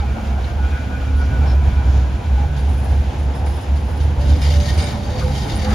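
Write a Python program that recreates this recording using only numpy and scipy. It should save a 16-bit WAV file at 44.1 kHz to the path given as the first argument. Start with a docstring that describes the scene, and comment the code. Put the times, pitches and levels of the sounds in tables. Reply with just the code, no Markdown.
"""Two trams gliding past

Two coupled trams glide past at a city stop, an arm's length away. The bodies boom near 70 Hz, a beating
low mode, over filtered-noise roar of wheels on rail. The rail sings in wavering modes and low hums come
and go. Rattles and thin flange whistles set in midway; then the second car's bogie arrives, and small
contacts make its steel grind. Short groans, squeaks and rasps come from the wheels."""
import sys
import numpy as np
from scipy import signal
from scipy.fft import rfft, irfft
from scipy.io import wavfile
from scipy.ndimage import map_coordinates

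SR = 44100
rng = np.random.default_rng(int(sys.argv[2]) if len(sys.argv) > 2 else 0)


def to_wav(sig):
    """Store sig (one row per channel, or 1-D mono) as 16-bit WAV at the path in sys.argv[1].

    Samples outside -1..1 are clipped; the rate is SR.
    """
    pcm = np.clip(np.atleast_2d(sig), -1, 1) * 32767
    pcm = np.round(pcm).astype(np.int16)
    wavfile.write(sys.argv[1], SR, pcm.T)  # frames by channels


N = 253134
T = np.arange(N) / SR
FREQS = np.maximum(np.fft.rfftfreq(N, 1 / SR), 1)


def undb(db):
    """Decibels to gain."""
    return 10 ** (np.asarray(db) / 20)


def unit(x):
    """Scale to rms 1."""
    return x / np.sqrt(np.mean(x ** 2))


def curves(table):
    """Draw each column of a table as a line through time."""
    start_s, *columns = np.transpose(table)
    return [np.interp(T, start_s, column) for column in columns]


def during(table, fade_s=0.12):
    """1 while a table lasts, fading outside it."""
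    inside_s = np.minimum(T - table[0][0], table[-1][0] - T)
    return np.clip(1 + inside_s / fade_s, 0, 1)


def swell(start, length):
    """A rounded rise to 1 and fall."""
    along = np.clip((T - start) / length, 0, 1)
    return 2 * np.sqrt(along * (1 - along))


def held(start, length, attack_s, release_s):
    """Attack, hold and an exponential release."""
    attack = np.clip((T - start) / attack_s, 0, 1)
    return attack * np.exp(-np.maximum(T - start - length, 0) / release_s)


def noise():
    """Unrelated white noise for mid and side."""
    return rng.standard_normal((2, N))


def response(points):
    """Gain at every frequency from (Hz, dB) points, joined on a log frequency axis."""
    hz, db = np.transpose(points)
    return undb(np.interp(np.log(FREQS), np.log(hz), db))


def resonance(hz, width_hz):
    """Band-pass response with gain 1 at the centre."""
    return 1 / (1 + 1j * (FREQS ** 2 - hz ** 2) / (FREQS * width_hz))


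def filtered(x, gain):
    """Pass a sound through a frequency response."""
    return irfft(rfft(x) * gain, N)


def walk(rate):
    """Slow random wander with rms 1: 2 * rate random levels a second, joined smoothly."""
    levels = rng.standard_normal(2048)
    return unit(map_coordinates(levels, [T * rate * 2], order=2, mode="wrap"))


def tone(hz):
    """A clean partial on a moving pitch, a quarter cycle apart in mid and side."""
    phase = 2 * np.pi * np.cumsum(hz) / SR
    return np.sqrt(2) * np.array([np.sin(phase), np.cos(phase)])


def ring(hz, width_hz):
    """A mode kept ringing by friction: size and phase wander faster the wider it is; pitch may move."""
    steps = rng.standard_normal((4, 32768))
    place = [T * width_hz * 2]
    swing = np.array([map_coordinates(row, place, order=2, mode="wrap") for row in steps])
    phase = 2 * np.pi * np.cumsum(hz + 0 * T) / SR
    return unit(swing[:2] * np.cos(phase) + swing[2:] * np.sin(phase))


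def drifting(x, share, rate):
    """Let the pitch of a sound wander by a small share, by playing it slightly early or late."""
    place = (T + share * walk(rate) / (np.pi * rate)) * SR
    return np.array([map_coordinates(row, [place], order=3, mode="mirror") for row in x])


# the body's boom, swelling as each car goes by, before lulls and thuds: start_s, level_db
BOOM_LEVEL = [(0, -16), (1.04, -18), (1.09, -13.5), (1.5, -10.5), (2.12, -10.5), (2.3, -12.5),
              (2.95, -11.5), (3.15, -20), (3.95, -15), (4.25, -10.5), (4.55, -11), (4.78, -15.5),
              (4.83, -23), (5.25, -20.5), (5.5, -15.5)]
# pitch of the boom: start_s, pitch_hz
BOOM_PITCH = [(0, 66.97), (0.95, 72.03), (1.5, 66.44), (2.8, 68.47), (4.4, 73.67), (5.74, 70.42)]
# moments when the boom dips: start_s, length_s
LULLS = [(0.119, 0.15), (0.482, 0.036), (0.835, 0.037), (1.688, 0.04), (2.153, 0.11), (2.469, 0.03),
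         (3.572, 0.11), (3.875, 0.038), (4.15, 0.03), (4.944, 0.041), (5.252, 0.06)]
LULL_DB = -14
# thuds that kick the body into a wider swing: start_s, lift_db
THUDS = [(0.3, 2.5), (0.63, 5.5), (1.07, 4.5), (3.18, 10.5), (3.418, 8.5), (3.68, 6.5), (4.26, 3.5),
         (4.76, 8)]
THUD_RISE_S, THUD_DECAY_S = 0.015, 0.088


def boom(wander_hz=1.84, beat=0.26, beat_per_s=12, tone_db=-0.1, overtone_db=-22,
         shake_db=-12, shake_hz=65, shake_width_hz=32):
    """The body's low mode swings with a weak octave, beating unevenly as the track shakes it."""
    db = curves(BOOM_LEVEL)[0]
    for start, length in LULLS:
        db = db + LULL_DB * swell(start, length) ** 2
    for start, lift in THUDS:
        db = db + lift * held(start, THUD_RISE_S, THUD_RISE_S, THUD_DECAY_S)
    hz = curves(BOOM_PITCH)[0]
    phase = 2 * np.pi * np.cumsum(hz + wander_hz * walk(14.6)) / SR
    # a random push on the steady swing moves both its size and its phase
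    pushed = 1 + beat * (walk(beat_per_s) + 1j * walk(beat_per_s))
    size = unit(np.abs(pushed))
    phase = phase + np.angle(pushed)
    swing = np.array([np.sin(phase), 0.39 * np.cos(phase)]) * size * undb(tone_db)
    octave = undb(overtone_db) * ring(2 * hz, 13.8)
    shake = undb(shake_db) * unit(filtered(noise(), resonance(shake_hz, shake_width_hz) ** 2))
    return undb(db) * (swing + octave + shake)


# spectrum of the rumble under the floor: frequency_hz, density_db (relative, per Hz)
RUMBLE_SPECTRUM = [(20, -37), (32, -43), (45, 0), (100, 2), (122, -3), (142, -15), (165, -11), (195, -7),
                   (300, -16), (420, -24.5), (900, -49)]
# spectrum of the track's roar: frequency_hz, density_db (relative, per Hz)
ROAR_SPECTRUM = [(200, 1.5), (380, 0.5), (470, 2), (620, 1), (710, 3), (830, 3.5), (1000, -3.5),
                 (1170, -10), (1600, -9), (1950, -17.5), (3000, -24), (6000, -38)]
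# spectrum of the fine rolling hiss: frequency_hz, density_db (relative, per Hz)
HISS_SPECTRUM = [(900, 4), (2000, 7), (3200, 5.5), (4200, 0), (6500, -5), (8200, -2.5), (10000, -9),
                 (12000, -8.5), (13500, -43), (16000, -28)]
# rough patches of track, lifting rumble in full and roar and hiss in part: start_s, length_s, lift_db
PATCHES = [(0.084, 0.21, 2), (1.23, 0.39, 4), (1.61, 0.13, 3.5), (1.82, 0.23, 4), (2.35, 0.13, 2.5),
           (2.78, 0.28, 3.5), (4.202, 0.14, 2), (4.446, 0.56, 2), (5.174, 0.11, 1.5), (5.4, 0.097, 2),
           (5.666, 0.22, 4.5)]
# base levels under the first car, and their growth as the second draws near
RUMBLE_DB, ROAR_DB = -26.5, -34.5
SECOND_CAR_S, RUMBLE_RISE_DB_PER_S, ROAR_RISE_DB_PER_S = 3.43, 2, 1.38
# the gap between the cars: no bogie is near, and the track's roar comes through
GAP_S, GAP_LENGTH_S, GAP_RUMBLE_DB, GAP_ROAR_DB = 2.98, 0.75, -1, 2


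def rolling(roar_share=0.65, hiss_db=-43, hiss_share=0.23, uneven_db=1.37, hiss_uneven_db=0.95):
    """Wheel and rail roughness: rumble under the floor, roar from the track, a fine hiss on top."""
    lift = sum(db * swell(start, length) ** 2 for start, length, db in PATCHES)
    nearing_s = np.maximum(T - SECOND_CAR_S, 0)
    gap = swell(GAP_S, GAP_LENGTH_S)
    rumble_db = RUMBLE_DB + RUMBLE_RISE_DB_PER_S * nearing_s + GAP_RUMBLE_DB * gap + lift
    roar_db = ROAR_DB + ROAR_RISE_DB_PER_S * nearing_s + GAP_ROAR_DB * gap + roar_share * lift
    roar_db = roar_db + uneven_db * walk(18)
    hiss_level_db = hiss_db + hiss_share * lift + hiss_uneven_db * walk(8.6)
    rumble = unit(filtered(noise(), response(RUMBLE_SPECTRUM))) * undb(rumble_db)
    roar = unit(filtered(noise(), response(ROAR_SPECTRUM))) * undb(roar_db)
    hiss = unit(filtered(noise(), response(HISS_SPECTRUM))) * undb(hiss_level_db)
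    return rumble + roar + hiss


# modes of the bogie's steel: frequency_hz, width_hz, relative_db
BOGIE_MODES = [(1308, 43, 2.5), (1478, 15, 9), (1860, 18, 9.5), (2205, 370, 4.5), (2860, 160, 3),
               (3120, 42, 7), (3400, 66, -1), (3640, 42, 8.5), (3830, 33, 4.5), (3890, 45, -1),
               (4480, 40, 7), (4590, 46, 8.5), (4820, 50, 0), (5055, 37, 5), (5260, 54, -4),
               (5970, 90, -1.5), (6220, 73, -4.5), (6350, 77, -0.5), (6940, 70, -3)]
# broad spectrum of the steel under those modes: frequency_hz, relative_db
STEEL_SPECTRUM = [(600, -7), (1500, -24), (2100, -2), (2550, -16), (3400, -2.5), (4200, -2.5), (5000, -3.5),
                  (5500, -7), (7000, -14), (8600, -2.5), (10000, -18), (13000, -13), (16000, -24)]
# jolts that set loose parts chattering: start_s, peak_db (before the jolt trim)
JOLTS = [(2.5644, -28.5), (3.4637, -26), (3.7638, -30), (4.0027, -27.5), (4.2818, -40), (4.417, -36),
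         (4.4641, -33), (4.6006, -24.5), (4.6589, -30), (4.69, -32), (4.7747, -24.5), (4.8744, -41),
         (5.1942, -29), (5.3783, -31), (5.497, -29), (5.5639, -34)]
# harder scrapes of the near bogie: start_s, length_s, level_db (at the start, before the grind trim)
SCRAPES = [(4.28, 0.025, -39), (4.41, 0.15, -35.5), (4.436, 0.05, -48), (4.596, 0.087, -35),
           (4.685, 0.055, -38), (4.782, 0.13, -36), (4.915, 0.04, -45), (5.093, 0.02, -46),
           (5.176, 0.026, -45), (5.258, 0.032, -45), (5.304, 0.18, -39), (5.477, 0.15, -37),
           (5.677, 0.1, -40.5)]
SCRAPE_ATTACK_S, SCRAPE_RELEASE_S, SCRAPE_SAG_DB_PER_S = 0.021, 0.037, 32
# the near bogie grinds lightly from its arrival on; level before trim
BOGIE_ARRIVES_S, GRIND_DB = 4.19, -41.5
# how the modes come and go: spread of level, rate, and drift as a share of pitch
FLARE_DB, FLARES_PER_S, MODE_DRIFT = 2.5, 7, 0.004


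def bogie(grind_trim_db=-1, bite_db=0.56, jolt_trim_db=-13, jolt_decay_s=0.029, contacts_per_s=2200,
          scatter_db=1.5, modes_db=-2, clatter_per_s=36, clatter_decay_s=0.02, clatter=0.62):
    """Dense small contacts ring the steel; scrapes bite and ease, loose parts clatter, jolts burst in."""
    # slaps come at a wandering rate; each has its own strength, starts sharply and fades until the next
    slap_rate = clatter_per_s * undb(3 * walk(30))
    slap_number, slap_progress = np.divmod(np.cumsum(slap_rate) / SR, 1)
    strength = 2 * rng.random(N)[slap_number.astype(int)]
    slaps = strength * np.exp(-slap_progress / clatter_per_s / clatter_decay_s)

    grind = undb(GRIND_DB) * np.clip((T - BOGIE_ARRIVES_S) / SCRAPE_ATTACK_S, 0, 1)
    for start, length, db in SCRAPES:
        sagging_db = db - SCRAPE_SAG_DB_PER_S * np.maximum(T - start, 0)
        grind = grind + undb(sagging_db) * held(start, length, SCRAPE_ATTACK_S, SCRAPE_RELEASE_S)
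    force = grind * undb(grind_trim_db + bite_db * walk(13)) * (0.63 + clatter * slaps)
    for start, db in JOLTS:
        burst = (T >= start) * np.exp(-np.abs(T - start) / jolt_decay_s)
        force = force + undb(db + jolt_trim_db) * burst

    sizes = undb(scatter_db * np.minimum(rng.exponential(size=N), 4))
    touching = rng.random(N) < contacts_per_s / SR
    contacts = force * unit(noise() * sizes * touching)
    # the point of contact shifts, so the modes flare one by one and drift in pitch
    scrape = rfft(force * noise())
    modes = [undb(modes_db + db) * resonance(hz, width) for hz, width, db in BOGIE_MODES]
    ringing = sum(irfft(scrape * mode, N) * undb(FLARE_DB * walk(FLARES_PER_S)) for mode in modes)
    steel = response(STEEL_SPECTRUM)
    overall = np.sqrt(np.mean(steel ** 2 + np.abs(sum(modes)) ** 2))
    return (filtered(contacts, steel) + drifting(ringing, MODE_DRIFT, FLARES_PER_S)) / overall


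# hums of drives, body and wheels, each swelling and fading:
# start_s, length_s, pitch_hz, level_db, roughness (0 clean to 1 hoarse)
HUMS = [(0, 0.4, 215.6, -34, 0.15), (0.197, 0.42, 704, -43, .35), (0.296, 0.54, 204.8, -39, 0.4),
        (0.1, 1.56, 504.7, -48, .3), (0.72, 0.79, 264, -35, 0.25), (1.1, 0.74, 140.2, -30, 0),
        (1.197, 1.16, 986, -45.5, 0.37), (1.492, 3, 267.3, -44, 0.36), (2.366, 0.32, 143.3, -27.5, 0.33),
        (2.4, 2.5, 500, -45, 0.4), (2.7, 1.6, 350, -45.5, 0.43), (3.902, 1.04, 140.9, -29, 0.25),
        (4.143, 0.28, 583, -36.5, 0.2), (4.21, 0.22, 250, -31, 0.38), (4.236, 0.16, 310, -35, 0.3),
        (4.433, 0.092, 500, -35, 0.1), (4.495, 0.2, 583, -34, 0.2), (4.585, 0.62, 587.5, -38.5, 0.2),
        (4.7, 0.81, 203, -37.5, .25), (5.068, 0.15, 502, -35, 0.3), (5.126, 0.35, 141.5, -24.5, 0.23),
        (5.22, 0.1, 508, -28, 0.32), (4.31, 0.076, 493, -38.5, .3), (5.177, 0.42, 820, -38.5, 0.82),
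        (5.42, 0.26, 339, -41, 0), (5.505, 0.56, 209.5, -25.5, 0.16), (5.626, 0.085, 511, -30, .25)]
# thin whine of the traction electronics: start_s, level_db
WHINE_LEVEL = [(0, -56), (1.2, -53), (2.5, -59), (4, -67), (5.74, -57)]


def hums(waver=0.00402, flutter_db=0.54, rough_width_hz=32, whine_hz=14960, whine_width_hz=110):
    """Low hums, part clean and part hoarse, come and go; the traction electronics whine far above."""
    out = ring(whine_hz, whine_width_hz) * undb(curves(WHINE_LEVEL)[0])
    for start, length, hz, db, rough in HUMS:
        rough = np.clip(rough, 0, 1)
        clean = np.sqrt(1 - rough ** 2) * tone(hz * (1 + waver * walk(10.6)))
        hoarse = rough * ring(hz, rough_width_hz)
        level = undb(db + flutter_db * walk(12))
        out = out + (clean + hoarse) * swell(start, length) ** 1.1 * level
    return out


# rail singing under the first car: start_s, level_db (before trim and surges), pitch_hz
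SINGING = [(0, -43.5, 1452), (0.2, -45, 1430), (0.36, -48, 1404), (0.5, -47, 1419), (0.6, -45, 1453),
           (0.77, -43, 1476), (0.95, -44.5, 1458), (1.12, -46, 1467), (1.22, -45.5, 1460),
           (1.38, -44.5, 1473), (1.6, -46, 1488), (1.78, -43.5, 1470), (2.05, -48.5, 1497),
           (2.45, -49, 1498), (3.1, -53, 1518)]
# modes of the rail: pitch_ratio (multiple of the singing pitch), width_hz, relative_db
RAIL_MODES = [(1, 50, -6), (.84, 24, -10), (.92, 22, -5.5), (1.088, 20, -4), (1.51, 33, -12.5),
              (1.59, 18, -6), (1.67, 22, -8.5), (1.76, 26, -17), (1.98, 26, -18), (2.2, 70, -16)]
# surges of the singing core, half as many dB in the modes: start_s, length_s, lift_db
SURGES = [(0.442, 0.11, 5), (0.623, 0.062, 8), (0.724, 0.069, 5.5), (0.907, 0.082, 11.5), (0.987, 0.053, 5),
          (1.183, 0.08, 12), (1.277, 0.12, 2.5)]


def rail(trim_db=-2, flutter_db=2.8, waver=0.006, mode_flutter_db=1.5):
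    """Narrow rail modes flare one by one round a clear wavering core, surge and die as the car leaves."""
    db, hz = curves(SINGING)
    surge_db = sum(lift * swell(start, length) ** 2 for start, length, lift in SURGES)
    hz = hz * (1 + waver * walk(12))
    modes = 0
    for ratio, width, mode_db in RAIL_MODES:
        modes = modes + undb(mode_db + mode_flutter_db * walk(4.99)) * ring(hz * ratio, width)
    core = undb(flutter_db * walk(8.2)) * tone(hz)
    singing = modes * undb(surge_db / 2) + core * undb(surge_db)
    return singing * undb(db + trim_db) * during(SINGING)


# short swells of the wheels' low mode: start_s, length_s, level_db (before the tone and ring trims)
GROANS = [(0, 0.071, -33), (0.27, 0.18, -36), (0.51, 0.18, -40), (1.4, 0.11, -39), (1.684, 0.065, -45),
          (2.348, 0.12, -34.5), (5.626, 0.12, -33)]
GROAN_HZ, GROAN_WIDTH_HZ = 821, 51


def groans(waver=0.01033, pure_db=-3, hoarse_db=-3):
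    """Rough track briefly feeds the wheels' low mode: a firm tone in a hoarse ring, wandering in pitch."""
    size = sum(undb(db) * swell(start, length) ** 2 for start, length, db in GROANS)
    hz = GROAN_HZ * (1 + waver * walk(6))
    return size * (undb(pure_db) * tone(hz) + undb(hoarse_db) * ring(hz, GROAN_WIDTH_HZ))


# short squeaks and rasps of the wheels: start_s, length_s, pitch_hz, width_hz, level_db
SQUEAKS = [(0.434, 0.024, 4100, 399, -43), (1.15, 0.076, 10020, 120.6, -51), (1.175, 0.11, 5160, 1104, -49),
           (1.441, 0.12, 3670, 908, -48), (1.453, 0.096, 5300, 261, -46.5), (1.465, 0.069, 4960, 200, -50),
           (1.82, 0.29, 4970, 2580, -49), (3.33, 0.072, 5150, 110, -54), (4.752, 0.21, 2236, 139.8, -42),
           (4.76, 0.12, 8580, 151.3, -29.5), (4.63, 0.1, 1850, 24.92, -41), (4.78, 0.09, 5040, 70, -41.5),
           (4.985, 0.13, 4530, 45.1, -50), (5.095, 0.16, 4550, 45, -45), (5.202, 0.043, 1294, 300, -33),
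           (5.55, 0.04, 9800, 90, -35), (5.614, 0.2, 1352, 800, -33.5)]


def squeaks():
    """A slipping wheel briefly feeds one mode: narrow ones squeak, wide ones rasp."""
    out = 0
    for start, length, hz, width, db in SQUEAKS:
        out = out + ring(hz, width) * swell(start, length) ** 2 * undb(db)
    return out


# wheel modes in the whistle: frequency_hz, width_hz, relative_db
WHEEL_MODES = [(5140, 70, -7.5), (8230, 110, -10), (9870, 100, -0.5), (13210, 70, -6.5), (14230, 80, -11),
               (15630, 80, -12)]
# spectrum of the flange sizzle: frequency_hz, relative_db
SIZZLE_SPECTRUM = [(3000, -32), (6000, -2), (10000, 12), (13000, 1), (16000, -17)]
# flanges rubbing the rail: start_s, length_s, whistle_db, sizzle_db (both before trim)
RUBS = [(2.567, 0.055, -54, -52), (2.682, 0.2, -52.5, -51.5), (2.901, 0.097, -60, -61),
        (3.183, 0.06, -54, -60), (3.339, 0.05, -52, -54), (3.456, 0.09, -47.5, -52),
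        (3.56, 0.048, -50, -56), (3.751, 0.029, -46, -63), (3.838, 0.22, -51, -58), (4.187, 0.2, -53, -54),
        (4.397, 0.53, -51, -51), (4.96, 0.1, -58, -68), (5.19, 0.54, -54, -50.5)]
RUB_ATTACK_S, RUB_RELEASE_S = 0.008, 0.034


def flanges(whistle_trim_db=-2, sizzle_trim_db=1.5, catch_db=3.0, sizzle_catch_db=2):
    """Flanges catch and slip on the rail, sizzling and ringing the wheels' high modes."""
    whistle = sizzle = 0
    for start, length, whistle_db, sizzle_db in RUBS:
        contact = held(start, length, RUB_ATTACK_S, RUB_RELEASE_S)
        whistle = whistle + contact * undb(whistle_db)
        sizzle = sizzle + contact * undb(sizzle_db)
    # one wandering grip moves whistle and sizzle together
    grip = walk(25)
    modes = sum(undb(db) * ring(hz, width) for hz, width, db in WHEEL_MODES)
    rub = unit(filtered(noise(), response(SIZZLE_SPECTRUM)))
    whistling = modes * whistle * undb(whistle_trim_db + catch_db * grip)
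    sizzling = rub * sizzle * undb(sizzle_trim_db + sizzle_catch_db * grip)
    return whistling + sizzling


def scene():
    """All sources as mid and side, turned into left and right."""
    body_and_track = boom() + rolling()
    machinery = bogie() + hums()
    wheels_and_rail = rail() + groans() + squeaks() + flanges()
    mid, side = body_and_track + machinery + wheels_and_rail
    return np.array([mid + side, mid - side])


# tone of the mid (what left and right share), nearly empty near 8 kHz and from 14 kHz:
# frequency_hz, gain_db
MID_GAIN = [(6900, 0), (7500, -8), (8000, -42), (8350, -35), (8700, -16), (9400, -4.5), (13200, -9),
            (14000, -48), (15000, -57)]
# tone of the side (what differs between left and right), thin in the bass and near 11.4 kHz:
# frequency_hz, gain_db
SIDE_GAIN = [(60, -18), (125, -25.5), (250, -11), (500, -7.5), (1100, -3), (2000, -4.5), (6200, -6.5),
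             (7100, -1), (8400, -4), (10000, -4.5), (11400, -35), (13200, -13), (15000, 1)]
# balance of left and right: frequency_hz, left_minus_right_db
LEFT_LEAD = [(60, -1), (110, -2.5), (200, -1), (360, 0.5), (650, 0.5), (1190, 0), (2160, -0.5), (3930, 4),
             (7140, 0.5), (13000, -2)]
TOP_HZ = 15800


def record(dry):
    """Shape the tone of mid and side, tip the balance and cut the top."""
    left, right = dry
    mid = filtered((left + right) / 2, response(MID_GAIN))
    side = filtered((left - right) / 2, response(SIDE_GAIN))
    # half the lead goes to the left, half comes off the right
    lean = np.sqrt(response(LEFT_LEAD))
    stereo = np.array([filtered(mid + side, lean), filtered(mid - side, 1 / lean)])
    low_pass = signal.ellip(10, .2, 80, TOP_HZ, fs=SR, output="sos")
    return signal.sosfilt(low_pass, stereo)


dry = scene()
out = record(dry)
to_wav(out)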